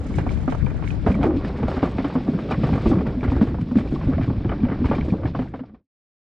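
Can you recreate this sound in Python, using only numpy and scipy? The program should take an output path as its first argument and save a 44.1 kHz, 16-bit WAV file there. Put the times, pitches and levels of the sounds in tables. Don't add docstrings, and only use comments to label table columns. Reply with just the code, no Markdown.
import sys
import numpy as np
from scipy import signal
from scipy.fft import rfft, irfft, next_fast_len
from scipy.io import wavfile
from scipy.ndimage import uniform_filter1d, minimum_filter1d, map_coordinates

SR = 44100
rng = np.random.default_rng(int(sys.argv[2]) if len(sys.argv) > 2 else 0)


def to_wav(sig):
    pcm = np.clip(np.atleast_2d(sig), -1, 1) * 32767
    pcm = np.round(pcm).astype(np.int16)
    wavfile.write(sys.argv[1], SR, pcm.T)


N = 280035


def amp(db):
    return 10 ** (np.asarray(db) / 20)


def unit(x):
    return x / np.sqrt(np.mean(x ** 2) + 1e-20)


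def curves(rows):
    seconds, *columns = np.transpose(rows)
    return [np.interp(np.arange(N) / SR, seconds, column) for column in columns]


def wobble(rate):
    points = rng.standard_normal(int(N * rate / SR) + 4)
    return map_coordinates(points, [np.arange(N) * rate / SR])


def filtered(x, response):
    size = next_fast_len(N + SR // 2)
    spectrum = rfft(x, size) * response(np.fft.rfftfreq(size, 1 / SR))
    return irfft(spectrum, size)[..., :N]


def colour(points):
    f, db = np.transpose(points)
    return lambda hz: amp(np.interp(np.log(hz + 1), np.log(f + 1), db))


def grit(response, grain_db, rate):
    grain = amp(grain_db * wobble(rate))
    return unit(filtered(grain * rng.standard_normal((2, N)), response))


def ports(pair, apart_db, lean):
    side = amp(apart_db) * pair[1] + lean * pair[0]
    return np.array([pair[0] + side, pair[0] - side])


def swells(steady_db, tops, tops_db, rise, fall):
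    t = np.arange(N) / SR
    power = amp(steady_db) ** 2
    for s, db, up, down in np.broadcast(tops, tops_db, rise, fall):
        near = slice(max(0, round((s - 4 * up) * SR)), round((s + 4 * down) * SR))
        drop_db = 10 * np.maximum((s - t[near]) / up, (t[near] - s) / down)
        power[near] += amp(db - drop_db) ** 2
    return np.sqrt(power)


# middle of the thud in seconds, level in dB, pitch in Hz.
THUD_HITS = [(0.276, -16.5, 81), (1.094, -11, 73.6), (1.682, -21.5, 81), (1.781, -20, 72),
             (1.834, -22, 112), (2.605, -26, 130), (2.649, -16, 132), (2.731, -14.5, 80.6),
             (2.876, -13, 66.4), (2.953, -14, 108), (3.29, -11.5, 86.4), (3.373, -12.5, 72),
             (3.467, -20, 80), (3.765, -18, 81.5), (3.863, -21, 75), (4.075, -13.5, 82),
             (4.235, -14.5, 114), (4.289, -15, 119), (4.387, -19, 75), (4.471, -17, 114),
             (4.648, -16, 88.7), (4.859, -14, 84), (5.259, -12.5, 110)]
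THUD_SPREAD_S = 0.0067


def thuds():
    out = np.zeros(N + SR)
    t = np.arange(-SR // 20, SR // 20) / SR
    for s, db, hz in THUD_HITS:
        bell = np.exp(-.5 * (t / THUD_SPREAD_S) ** 2)
        swing = bell * np.sin(2 * np.pi * hz * t + rng.uniform(0, 2 * np.pi))
        out[round(s * SR) - SR // 20:][:len(t)] += amp(db) * swing
    return out[:N]


# time in seconds, level in dB, pitch in Hz, time to die by 60 dB in seconds (held to 0.02-0.3).
THUMP_HITS = [(0.125, -25, 260, 0.053), (0.27, -19, 251, 0.088), (0.479, -12.5, 255, 0.092),
              (1.065, -4.5, 210, 0.025), (1.1, -10.5, 191, 0.08), (1.181, -17, 243, 0.059),
              (1.243, -10.5, 290, 0.038), (1.255, -13, 354, 0.061), (1.361, -16, 297, 0.076),
              (1.446, -16, 201, 0.063), (1.637, -9.5, 237, 0.063), (1.771, -18.5, 263, 0.1),
              (1.83, -5, 270, 0.055), (1.989, -14, 264, 0.093), (2.045, -15.5, 287, 0.13),
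              (2.155, -9, 257.3, 0.096), (2.286, -3.5, 270, 0.04), (2.349, -14.5, 192.5, 0.11),
              (2.51, -19, 248, 0.15), (2.64, -11.5, 222, 0.045), (2.721, -17.5, 246, 0.11),
              (2.858, -12.5, 220.5, 0.13), (2.862, -8, 330, 0.054), (2.921, -9, 258, 0.065),
              (2.969, -13.5, 180.5, 0.15), (3.018, -21, 257, 0.032), (3.123, -27, 189, 0.032),
              (3.168, -20.5, 248, 0.2), (3.252, -5, 272, 0.021), (3.32, -12, 254, 0.11),
              (3.356, -13.5, 277, 0.058), (3.415, 0, 211, 0.069), (3.426, -5, 267, 0.057),
              (3.717, -11.5, 250, 0.076), (3.757, -4.5, 263, 0.057), (3.807, -20, 243, 0.093),
              (3.925, -4, 255, 0.024), (4.085, -9, 262, 0.093), (4.166, -18.5, 238, 0.097),
              (4.196, -13, 260, 0.087), (4.276, -10.5, 272, 0.034), (4.308, -8.5, 257, 0.043),
              (4.451, -7, 188, 0.034), (4.456, -15, 344, 0.045), (4.633, -9.5, 242.7, 0.12),
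              (4.718, -11, 273, 0.038), (4.818, -10, 252, 0.084), (4.898, -12, 230, 0.089),
              (4.987, -9.5, 240, 0.053), (5.083, -5.5, 281, 0.028), (5.123, -8, 195, 0.072),
              (5.136, -9.5, 310, 0.026), (5.249, -10.5, 297, 0.043), (5.35, -11.5, 292, 0.035),
              (5.392, -13.5, 253, 0.16), (5.539, -11, 264, 0.056), (5.608, -8.5, 257, 0.11),
              (5.739, -4.5, 243, 0.04)]
# time in seconds, level in dB, favoured pitch in Hz.
HUM_LEVELS = [(0, -29, 194), (.4, -41, 190), (1.0, -45.5, 180), (1.08, -23, 190), (1.18, -23.5, 228),
              (1.3, -22.5, 308), (1.53, -45, 190), (1.73, -36.5, 210), (2.2, -33, 255), (2.38, -24, 189),
              (2.58, -25.5, 150), (2.78, -21, 177), (2.83, -39, 233.3), (2.9, -23, 300), (3.08, -24, 188),
              (3.22, -39.5, 198.6), (3.4, -30, 288), (3.6, -29.5, 203), (4.0, -42.5, 215),
              (4.43, -32.5, 186), (4.7, -31.5, 197), (5.14, -32.5, 300), (5.3, -42.5, 200),
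              (5.77, -29, 228)]
# pitch in Hz, width in Hz of each of two filter passes.
HOLLOW_MODES = [(150, 73), (200, 69), (258, 51), (330, 79), (420, 140), (550, 150)]
THUMP_RISE_S, THUMP_HEADROOM_DB = 0.0037, 2.5
AFTERHUM_DB, AFTERHUM_S = -16.5, 0.024


def hollow_mode(centre, width):
    def response(f):
        return (1j * f * width / (centre ** 2 - f ** 2 + 1j * f * width)) ** 2
    return grit(response, grain_db=5.0, rate=29)


def hollow():
    out = np.zeros(N + SR)
    t = np.arange(SR // 4) / SR
    for s, db, hz, t60 in THUMP_HITS:
        decay_db = -60 * t / np.clip(t60, .02, .3)
        swell = (1 - np.exp(-t / THUMP_RISE_S)) * amp(db + THUMP_HEADROOM_DB + decay_db)
        main = np.sin(2 * np.pi * hz * t)
        below = amp(-11.0) * np.sin(2 * np.pi * 0.63 * hz * t + rng.uniform(0, 2 * np.pi))
        above = amp(-14.5 - 60 * t / 0.031) * np.sin(2 * np.pi * 1.85 * hz * t + rng.uniform(0, 2 * np.pi))
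        thump = rng.choice([-1, 1]) * swell * (main + below + above)
        out[round((s - .0014) * SR):][:len(t)] += thump

    hum_db, favoured_hz = curves(HUM_LEVELS)
    tops, tops_db = np.transpose(THUMP_HITS)[:2]
    hum_gain = swells(hum_db, tops + 0.011, tops_db + AFTERHUM_DB, 0.0016, AFTERHUM_S)
    shares = np.array([np.exp(-(np.log(hz / favoured_hz) / 0.31) ** 2) + 0.19 for hz, _ in HOLLOW_MODES])
    shares = shares / np.linalg.norm(shares, axis=0)
    hum = sum(share * hollow_mode(hz, width) for share, (hz, width) in zip(shares, HOLLOW_MODES))
    return ports(hum_gain * hum, apart_db=-21.5, lean=0.018) + out[:N]


FIRST_BLOW_DB = 8
MODE_SCATTER_DB = 3


def ringing(modes, favoured_hz, t60):
    t = np.arange(SR // 14) / SR
    chatter = (1 - np.exp(-t / 0.00099)) * amp(-60 * t / np.clip(t60, .005, .2))
    chatter = chatter * (1 + 1.3 * np.exp(-t / 0.0011))
    blows = chatter * rng.standard_normal((2, len(t)))
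    blows[:, 0] = amp(FIRST_BLOW_DB)
    ring = 0
    for hz, db, life in modes:
        near_db = -9 * abs(np.log2(hz / favoured_hz))
        scatter_db = rng.normal(0, MODE_SCATTER_DB, (2, 1))
        tone = np.sin(2 * np.pi * hz * rng.normal(1, 0.034) * t)
        ring = ring + amp(db + near_db + scatter_db - 60 * t / life) * tone
    sound = signal.fftconvolve(blows, ring, axes=1)[:, :len(t)]
    return sound / np.abs(sound[0]).max()


CONTACT_SPREAD_DB = 4
SCRATCH_S, CONTACT_RING_S = .05, .03
CONTACT_RING_DB = -7


def crunch(spectrum, modes, rate, smooth):
    t = np.arange(SR // 25) / SR
    colouring = colour(spectrum)
    contacts = rng.random(N) < rate / SR
    sizes = contacts * amp(CONTACT_SPREAD_DB * np.minimum(rng.exponential(size=N), 2))
    scratch = signal.oaconvolve(sizes, amp(-60 * t / SCRATCH_S))[:N]
    noise = unit(filtered((smooth + unit(scratch)) * rng.standard_normal((2, N)), colouring))
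    which = rng.integers(len(modes), size=N)
    ring_shape = amp(-60 * t / CONTACT_RING_S) * (1 - np.exp(-t / 0.0017))
    rings = 0
    for k, (hz, *_) in enumerate(modes):
        tone = ring_shape * np.sin(2 * np.pi * hz * t)
        rings = rings + colouring(hz) * signal.oaconvolve(sizes * (which == k), tone)[:N]
    return unit(noise + amp(CONTACT_RING_DB) * unit(rings))


# time in seconds, peak of the dull modes
# in dB, peak of the sharp modes against the dull in dB, pitch favoured by the dull modes in Hz.
CLACK_HITS = [(.183, -16.5, -9, 790), (.265, -20, -20, 1000), (.305, -28.5, -7, 800),
              (0.399, -32, -16, 800), (.43, -32, -11, 800), (.477, -19.5, -14, 790),
              (.521, -21, -11.5, 800), (.547, -24.5, -17, 795), (.666, -24.5, -8.5, 541),
              (.823, -26.5, -9, 1180), (.839, -29, -4, 834), (1.063, -10.5, -19, 696),
              (1.074, -24, -12.5, 650), (1.086, -24, -11, 795), (1.099, -22.5, -12, 557),
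              (1.15, -28, -6, 834), (1.21, -23, -10.5, 595), (1.229, -19.5, -9, 1200),
              (1.239, -13, -18, 750), (1.254, -22, -19, 1000), (1.264, -19.5, -27.5, 700),
              (1.298, -22, -33, 800), (1.306, -23.5, -33, 900), (1.352, -31, -22, 800),
              (1.446, -24.5, -6, 778), (1.497, -31, -20, 816), (1.628, -16.5, -15.5, 726),
              (1.68, -15.5, -28, 586), (1.714, -21.5, -12, 649), (1.766, -17, -20, 649),
              (1.827, -13, -17.5, 800), (1.834, -14.5, -23, 600), (1.852, -25.5, -5, 1120),
              (1.872, -26.5, -8.5, 1000), (1.928, -39, -14, 900), (1.983, -18.5, -9.5, 573),
              (2.044, -19, -6.5, 730), (2.098, -25, -7.5, 900), (2.153, -17, -24.5, 530),
              (2.278, -23, -21.5, 522), (2.335, -24, -20.5, 630), (2.388, -25, -7, 533),
              (2.487, -24.5, -15.5, 606), (2.509, -16.5, -12.5, 1110), (2.522, -19.5, -8.5, 1300),
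              (2.542, -27, -5.5, 1300), (2.634, -18, -9, 727), (2.66, -25, -12, 800),
              (2.671, -20.5, -15, 700), (2.689, -20, -19.5, 890), (2.729, -22, -10, 600),
              (2.754, -23, -9, 1100), (2.777, -20, -23, 600), (2.856, -19, -16, 900),
              (2.912, -17.5, -19, 800), (2.929, -21.5, -14, 900), (2.954, -24.5, -20, 900),
              (3.008, -20.5, -18, 567), (3.063, -22.5, -9, 1130), (3.11, -35, -12, 800),
              (3.23, -21.5, -12, 910), (3.239, -25.5, -2, 860), (3.277, -25, -5, 751),
              (3.318, -20.5, -13, 799), (3.363, -21, -17, 550), (3.411, -17, -12.5, 1180),
              (3.471, -23.5, -14, 536), (3.543, -23, -23, 520), (3.584, -29, -18, 900),
              (3.612, -35.5, -2.5, 1250), (3.711, -29, -19, 1100), (3.755, -31, -4.5, 900),
              (3.784, -19.5, -12, 846), (3.806, -27.5, -5, 1250), (3.914, -32, -16, 900),
              (3.958, -25, -14, 1150), (4.011, -26.5, -14, 820), (4.031, -34, -4, 900),
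              (4.08, -34, -3.5, 704), (4.116, -29, -12, 990), (4.133, -24.5, -9.5, 527),
              (4.18, -20, -16.5, 573), (4.212, -28.5, -4.5, 1200), (4.24, -33, -3, 1110),
              (4.3, -25, -22, 736), (4.404, -33, -18, 700), (4.443, -25, -13.5, 710),
              (4.455, -28, -18.5, 800), (4.492, -24, -4.5, 568), (4.516, -19, -13.5, 1250),
              (4.528, -32, -12.5, 900), (4.632, -29, -7, 560), (4.65, -24.5, -13, 786),
              (4.685, -28, -5, 651), (4.698, -26.5, -8.5, 1110), (4.716, -29, -6, 700),
              (4.731, -30, -11, 1350), (4.842, -21, -19, 900), (4.856, -21.5, -14, 1150),
              (4.886, -27, -5.5, 662), (4.912, -13.5, -16.5, 895), (4.93, -18, -13, 895),
              (4.951, -37, -14, 1000), (4.981, -23.5, -12, 900), (5.059, -31, -21.5, 790),
              (5.084, -27, -16.5, 554), (5.122, -24.5, -28, 527), (5.233, -24, -14.5, 703),
              (5.254, -18.5, -12.5, 744), (5.348, -15, -18.5, 750), (5.39, -15.5, -15, 650),
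              (5.419, -21.5, -16, 560), (5.538, -15, -17, 710), (5.592, -17.5, -11.5, 678),
              (5.635, -21, -23, 773), (5.694, -28, -14, 670), (5.745, -18, -12, 600)]
# time in seconds, peak in dB before the same dulling.
CLICK_HITS = [(0.1412, -30), (0.183, -37), (0.291, -24.5), (0.374, -36), (0.4837, -42), (0.5006, -31),
              (0.6628, -28.5), (0.705, -36), (0.876, -24.5), (0.905, -25), (1.1172, -26), (1.1429, -26),
              (1.2302, -24), (1.447, -41), (1.6326, -36), (1.683, -37), (1.7677, -40), (1.791, -29.5),
              (1.8229, -31), (1.9853, -37), (2.5118, -34), (2.5194, -23), (2.635, -40), (2.7234, -38),
              (2.7394, -28), (2.83, -39), (2.88, -35), (2.99, -35), (3.0679, -36), (3.2087, -30),
              (3.238, -31), (3.3008, -30), (3.4153, -34.5), (3.487, -36), (3.7728, -26.5), (3.875, -34),
              (4.2328, -33), (4.493, -36), (4.6027, -35.5), (4.649, -35), (4.8562, -28.5), (4.8688, -27.5),
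              (4.8988, -30), (4.9143, -30), (4.9496, -27), (5.01, -25.5), (5.104, -32.5),]
# middle pitch in Hz, relative level in dB, time to die by 60 dB in seconds.
DULL_MODES = [(490, 3.5, 0.015), (625, -0.5, 0.017), (753, -1.5, 0.021), (913, -1.5, 0.014),
              (1130, -2.5, 0.022), (1220, -6.5, 0.0058)]
SHARP_MODES = [(1405, 2, 0.0062), (1613, 0.5, 0.01), (2010, -3, 0.0062), (2290, -2, 0.016),
               (3005, 1, 0.016), (3700, -10.5, .007)]
HARD_MODES = [(2330, 2, 0.028), (2600, -8, 0.006), (3050, -7, 0.01), (3670, -8, 0.014)]
# time in seconds, dull level in dB, sharp level in dB.
RATTLE_LEVELS = [(0, -43.5, -54.5), (.5, -45.5, -52.5), (1.0, -44, -55), (1.2, -40.5, -57.5),
                 (1.5, -37.5, -50), (1.8, -36, -48.5), (1.95, -39.5, -55), (2.2, -39, -51.5),
                 (2.6, -48, -53), (2.9, -35, -48.5), (3.2, -43, -56), (3.4, -47, -48.5),
                 (3.68, -47.5, -61.5), (4.1, -40.5, -53.5), (4.4, -44, -57), (4.9, -43.5, -54.5),
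                 (5.18, -45, -59.5), (5.5, -50, -53), (5.85, -40.5, -55)]
# frequency in Hz, relative level in dB.
DULL_COLOUR = [(220, -27.5), (380, 2.5), (426, -2), (740, -8), (1030, -12.5), (1130, -11), (1380, -26),
               (1500, -20), (1950, -47.5), (3300, -120)]
SHARP_COLOUR = [(760, -29), (1300, 1), (1560, 0), (1780, -0.5), (2320, -5), (2760, -22), (3100, -14),
                (3300, -24), (4290, -42), (7260, -120)]
CHATTER_S, CHATTER_GROWS = 0.06, 0.37
CLACK_DELAY_S = .0003
AFTERRATTLE_DB, AFTERRATTLE_SHARP_DB = -16.5, -13
RATTLE_RISE_S, AFTERRATTLE_S = .004, 0.036


def gear():
    out = np.zeros((2, N + SR))
    for s, db, sharp_db, hz in CLACK_HITS:
        t60 = CHATTER_S * amp(CHATTER_GROWS * (db + 20.0))
        clack = ringing(DULL_MODES, hz, t60) + amp(sharp_db) * ringing(SHARP_MODES, 2200, t60)
        out[:, round((s + CLACK_DELAY_S) * SR):][:, :SR // 14] += amp(db) * clack
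    for s, db in CLICK_HITS:
        out[:, round(s * SR):][:, :SR // 14] += amp(db) * ringing(HARD_MODES, 2900, 0.0099)
    hits = filtered(out[:, :N], lambda hz: 1 / (1 + 1j * hz / 4500) ** 4)

    dull_db, sharp_db = curves(RATTLE_LEVELS)
    tops, tops_db, edge_db = np.transpose(CLACK_HITS)[:3]
    tops = tops + 0.0045
    shake = amp(1.2 * wobble(30))
    dull_gain = shake * swells(dull_db, tops, tops_db + AFTERRATTLE_DB, RATTLE_RISE_S, AFTERRATTLE_S)
    sharp_tops_db = tops_db + edge_db + AFTERRATTLE_SHARP_DB
    sharp_gain = shake * swells(sharp_db, tops, sharp_tops_db, RATTLE_RISE_S, AFTERRATTLE_S)
    dull = dull_gain * crunch(DULL_COLOUR, DULL_MODES, rate=170, smooth=0.77)
    sharp = sharp_gain * crunch(SHARP_COLOUR, SHARP_MODES[:4], rate=220, smooth=0.97)
    return ports(hits + dull + sharp, apart_db=-5.5, lean=-.25)


# time in seconds, level in dB, high sheen level in dB.
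RUB_LEVELS = [(0.0, -58.5, -68.5), (0.73, -58.5, -73), (1.06, -57, -75), (1.33, -60.5, -80.5),
              (1.7, -54.5, -74), (2.17, -53.5, -75), (2.56, -53, -75.5), (2.7, -53, -74),
              (2.81, -49.5, -68.5), (3.02, -57.5, -79.5), (3.31, -56.5, -78.5), (3.57, -60, -80.5),
              (3.72, -59, -80.5), (3.93, -56.5, -73.5), (4.13, -55, -77), (4.31, -58, -82),
              (4.84, -56.5, -83), (5.01, -56, -79.5), (5.33, -66.5, -85.5), (5.45, -65, -87)]
# time of the top in seconds, level in dB, high sheen level in dB,
# time to fall 10 dB in milliseconds (held to 8-300; the sheen falls a little sooner).
CLOTH_STROKES = [(.05, -56.5, -70, 201), (.155, -52, -61.5, 30), (.187, -49.5, -65.5, 22),
                 (.3, -51.5, -65, 69), (.5, -52, -64, 59), (.88, -54, -63, 30), (.91, -57, -63, 36),
                 (1.07, -48, -63, 53), (1.118, -51, -63.5, 25.5), (1.15, -55, -71.5, 40.5),
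                 (1.235, -44.5, -63.5, 22), (1.26, -53, -66, 23), (1.37, -49, -69, 41),
                 (1.453, -46.5, -67, 26), (1.48, -48, -70.5, 31), (1.575, -49.5, -71.5, 33),
                 (1.684, -46, -66, 120), (1.83, -47, -65, 49), (1.988, -50, -71, 63),
                 (2.05, -52, -72.5, 119), (2.22, -65, -78.5, 149), (2.515, -40.5, -61, 18),
                 (2.64, -46, -66, 121), (2.77, -58, -68, 151), (2.88, -46.5, -63.5, 66),
                 (3.01, -59, -75, 30), (3.07, -52, -73, 39), (3.21, -63, -78, 19), (3.24, -54, -72.5, 49.5),
                 (3.31, -51, -68.5, 50), (3.365, -53, -68.5, 38), (3.42, -48.5, -66.5, 58),
                 (3.615, -54, -67.5, 11), (3.72, -56.5, -75.5, 28), (3.771, -48.5, -65, 80.5),
                 (3.89, -53, -71, 14), (3.953, -50, -71, 15), (4.232, -50, -71.5, 42.5),
                 (4.86, -47, -66, 67), (4.92, -53, -73, 50), (4.955, -49.5, -70.5, 50),
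                 (5.05, -56, -67, 30.5), (5.09, -52, -72.5, 59), (5.255, -60, -73.5, 32),
                 (5.278, -47, -73, 27), (5.3, -50, -76, 13), (5.365, -47.5, -69.5, 58),
                 (5.418, -49.5, -66.5, 46), (5.485, -56, -73, 8), (5.56, -49, -73, 40),
                 (5.59, -53.5, -78, 50), (5.66, -52, -80, 42), (5.75, -50, -77, 50)]
# frequency in Hz, relative level in dB.
CLOTH_COLOUR = [(1470, -9), (2500, 0), (2780, -3), (3100, -5), (3370, -3.5), (4800, -9), (5500, -13),
                (6000, -24), (7500, -36.5), (9750, -55.5), (16500, -120)]
SHEEN_COLOUR = [(3530, -27.5), (6000, -3), (8210, -7.5), (10200, -19), (11000, -21), (12100, -30.5),
                (13100, -33), (14600, -36.5)]
STROKE_RISE_S, SHEEN_RISE_S = 0.015, 0.01
SHEEN_BRIEF = 0.94


def clothes():
    rub_db, sheen_db = curves(RUB_LEVELS)
    tops, tops_db, shine_db, falls_ms = np.transpose(CLOTH_STROKES)
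    falls = np.clip(falls_ms, 8, 300) / 1000
    stroke = amp(0.88 * wobble(40))
    rub_gain = stroke * swells(rub_db, tops, tops_db, STROKE_RISE_S, falls)
    sheen_gain = stroke * swells(sheen_db, tops, shine_db, SHEEN_RISE_S, SHEEN_BRIEF * falls)
    rub = rub_gain * grit(colour(CLOTH_COLOUR), grain_db=1.0, rate=240)
    sheen = sheen_gain * grit(colour(SHEEN_COLOUR), grain_db=3, rate=130)
    return ports(rub, apart_db=-5.5, lean=-.2) + ports(sheen, apart_db=3.0, lean=-.2)


# time in seconds, level in dB.
WIND_LEVELS = [(0, -31), (.3, -30.5), (.65, -29.5), (1.04, -30.5), (1.5, -28.5), (1.75, -36), (2.2, -32.5),
               (2.43, -38.5), (2.6, -26.5), (3.1, -28.5), (3.5, -25.5), (3.7, -31.5), (3.95, -26.5),
               (4.4, -29), (4.7, -27), (4.95, -27), (5.35, -28), (5.85, -29)]
# time of the top in seconds, level in dB,
# time to fall 10 dB in seconds (held to 0.01-0.5, so a negative number means 0.01).
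WIND_SHOVES = [(.18, -23, 0.1), (1.22, -17, -0.07), (1.681, -22, 0.04), (1.87, -27, 0.3),
               (2.51, -28.5, 1.5), (2.75, -23.5, -0.4), (3.37, -23.5, 0.1), (3.8, -28, 0.5),
               (4.072, -27.5, 0.2), (4.511, -21.5, -0.44), (4.87, -20, -0.15), (5.38, -23, 0.05)]
# time in seconds, level in dB.
LEFT_LEVELS = [(0, -31), (.2, -30), (.3, -21.5), (.57, -25), (.62, -16), (.8, -25.5), (1.04, -19),
               (1.08, -38), (1.25, -24), (1.8, -26.5), (2.1, -60.5)]
# frequency in Hz, relative level in dB.
WIND_COLOUR = [(12, -40), (20, -4.5), (70, 5), (150, 2), (253, -7.5), (300, -2), (390, -18), (650, -31),
               (1400, -120)]
LEFT_COLOUR = [(12, -33), (25, 1), (70, 5.5), (160, -2), (230, -7.5), (400, -32.5), (800, -120)]
BUFFET_RISE_S = 0.036


def wind():
    tops, tops_db, falls = np.transpose(WIND_SHOVES)
    gain = swells(curves(WIND_LEVELS)[0], tops, tops_db, BUFFET_RISE_S, np.clip(falls, .01, .5))
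    both = gain * grit(colour(WIND_COLOUR), grain_db=1.0, rate=30)
    left = amp(curves(LEFT_LEVELS)[0]) * grit(colour(LEFT_COLOUR), grain_db=1.5, rate=22)[0]
    return ports(both, apart_db=-13.5, lean=.1) + [left, 0 * left]


def scene():
    return thuds() + hollow() + gear() + clothes() + wind()


# time in seconds, gain of the left-right difference in dB.
STEREO_WIDTH = [(0, -4), (.15, -1), (.95, 1), (1.05, -3), (1.35, -10.5), (1.65, -31), (1.8, -37.5),
                (1.9, -79.5), (6.35, -84)]
# time in seconds, gain in dB before the limiter.
END_FADE = [(5.2, 1), (5.5, -5), (5.7, -18), (5.8, -32), (5.86, -64), (5.9, -110)]
TOP_HZ = 14800


def record(dry):
    mid = dry.mean(0)
    side = amp(curves(STEREO_WIDTH)[0]) * (dry[0] - dry[1]) / 2
    pair = amp(curves(END_FADE)[0]) * np.array([mid + side, mid - side])
    needed_gain = np.minimum(1, .6 / (np.abs(pair).max(0) + 1e-9))
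    squeeze = uniform_filter1d(minimum_filter1d(needed_gain, size=441), size=220)
    return filtered(pair * squeeze, lambda hz: hz < TOP_HZ)


dry = scene()
out = record(dry)
to_wav(out)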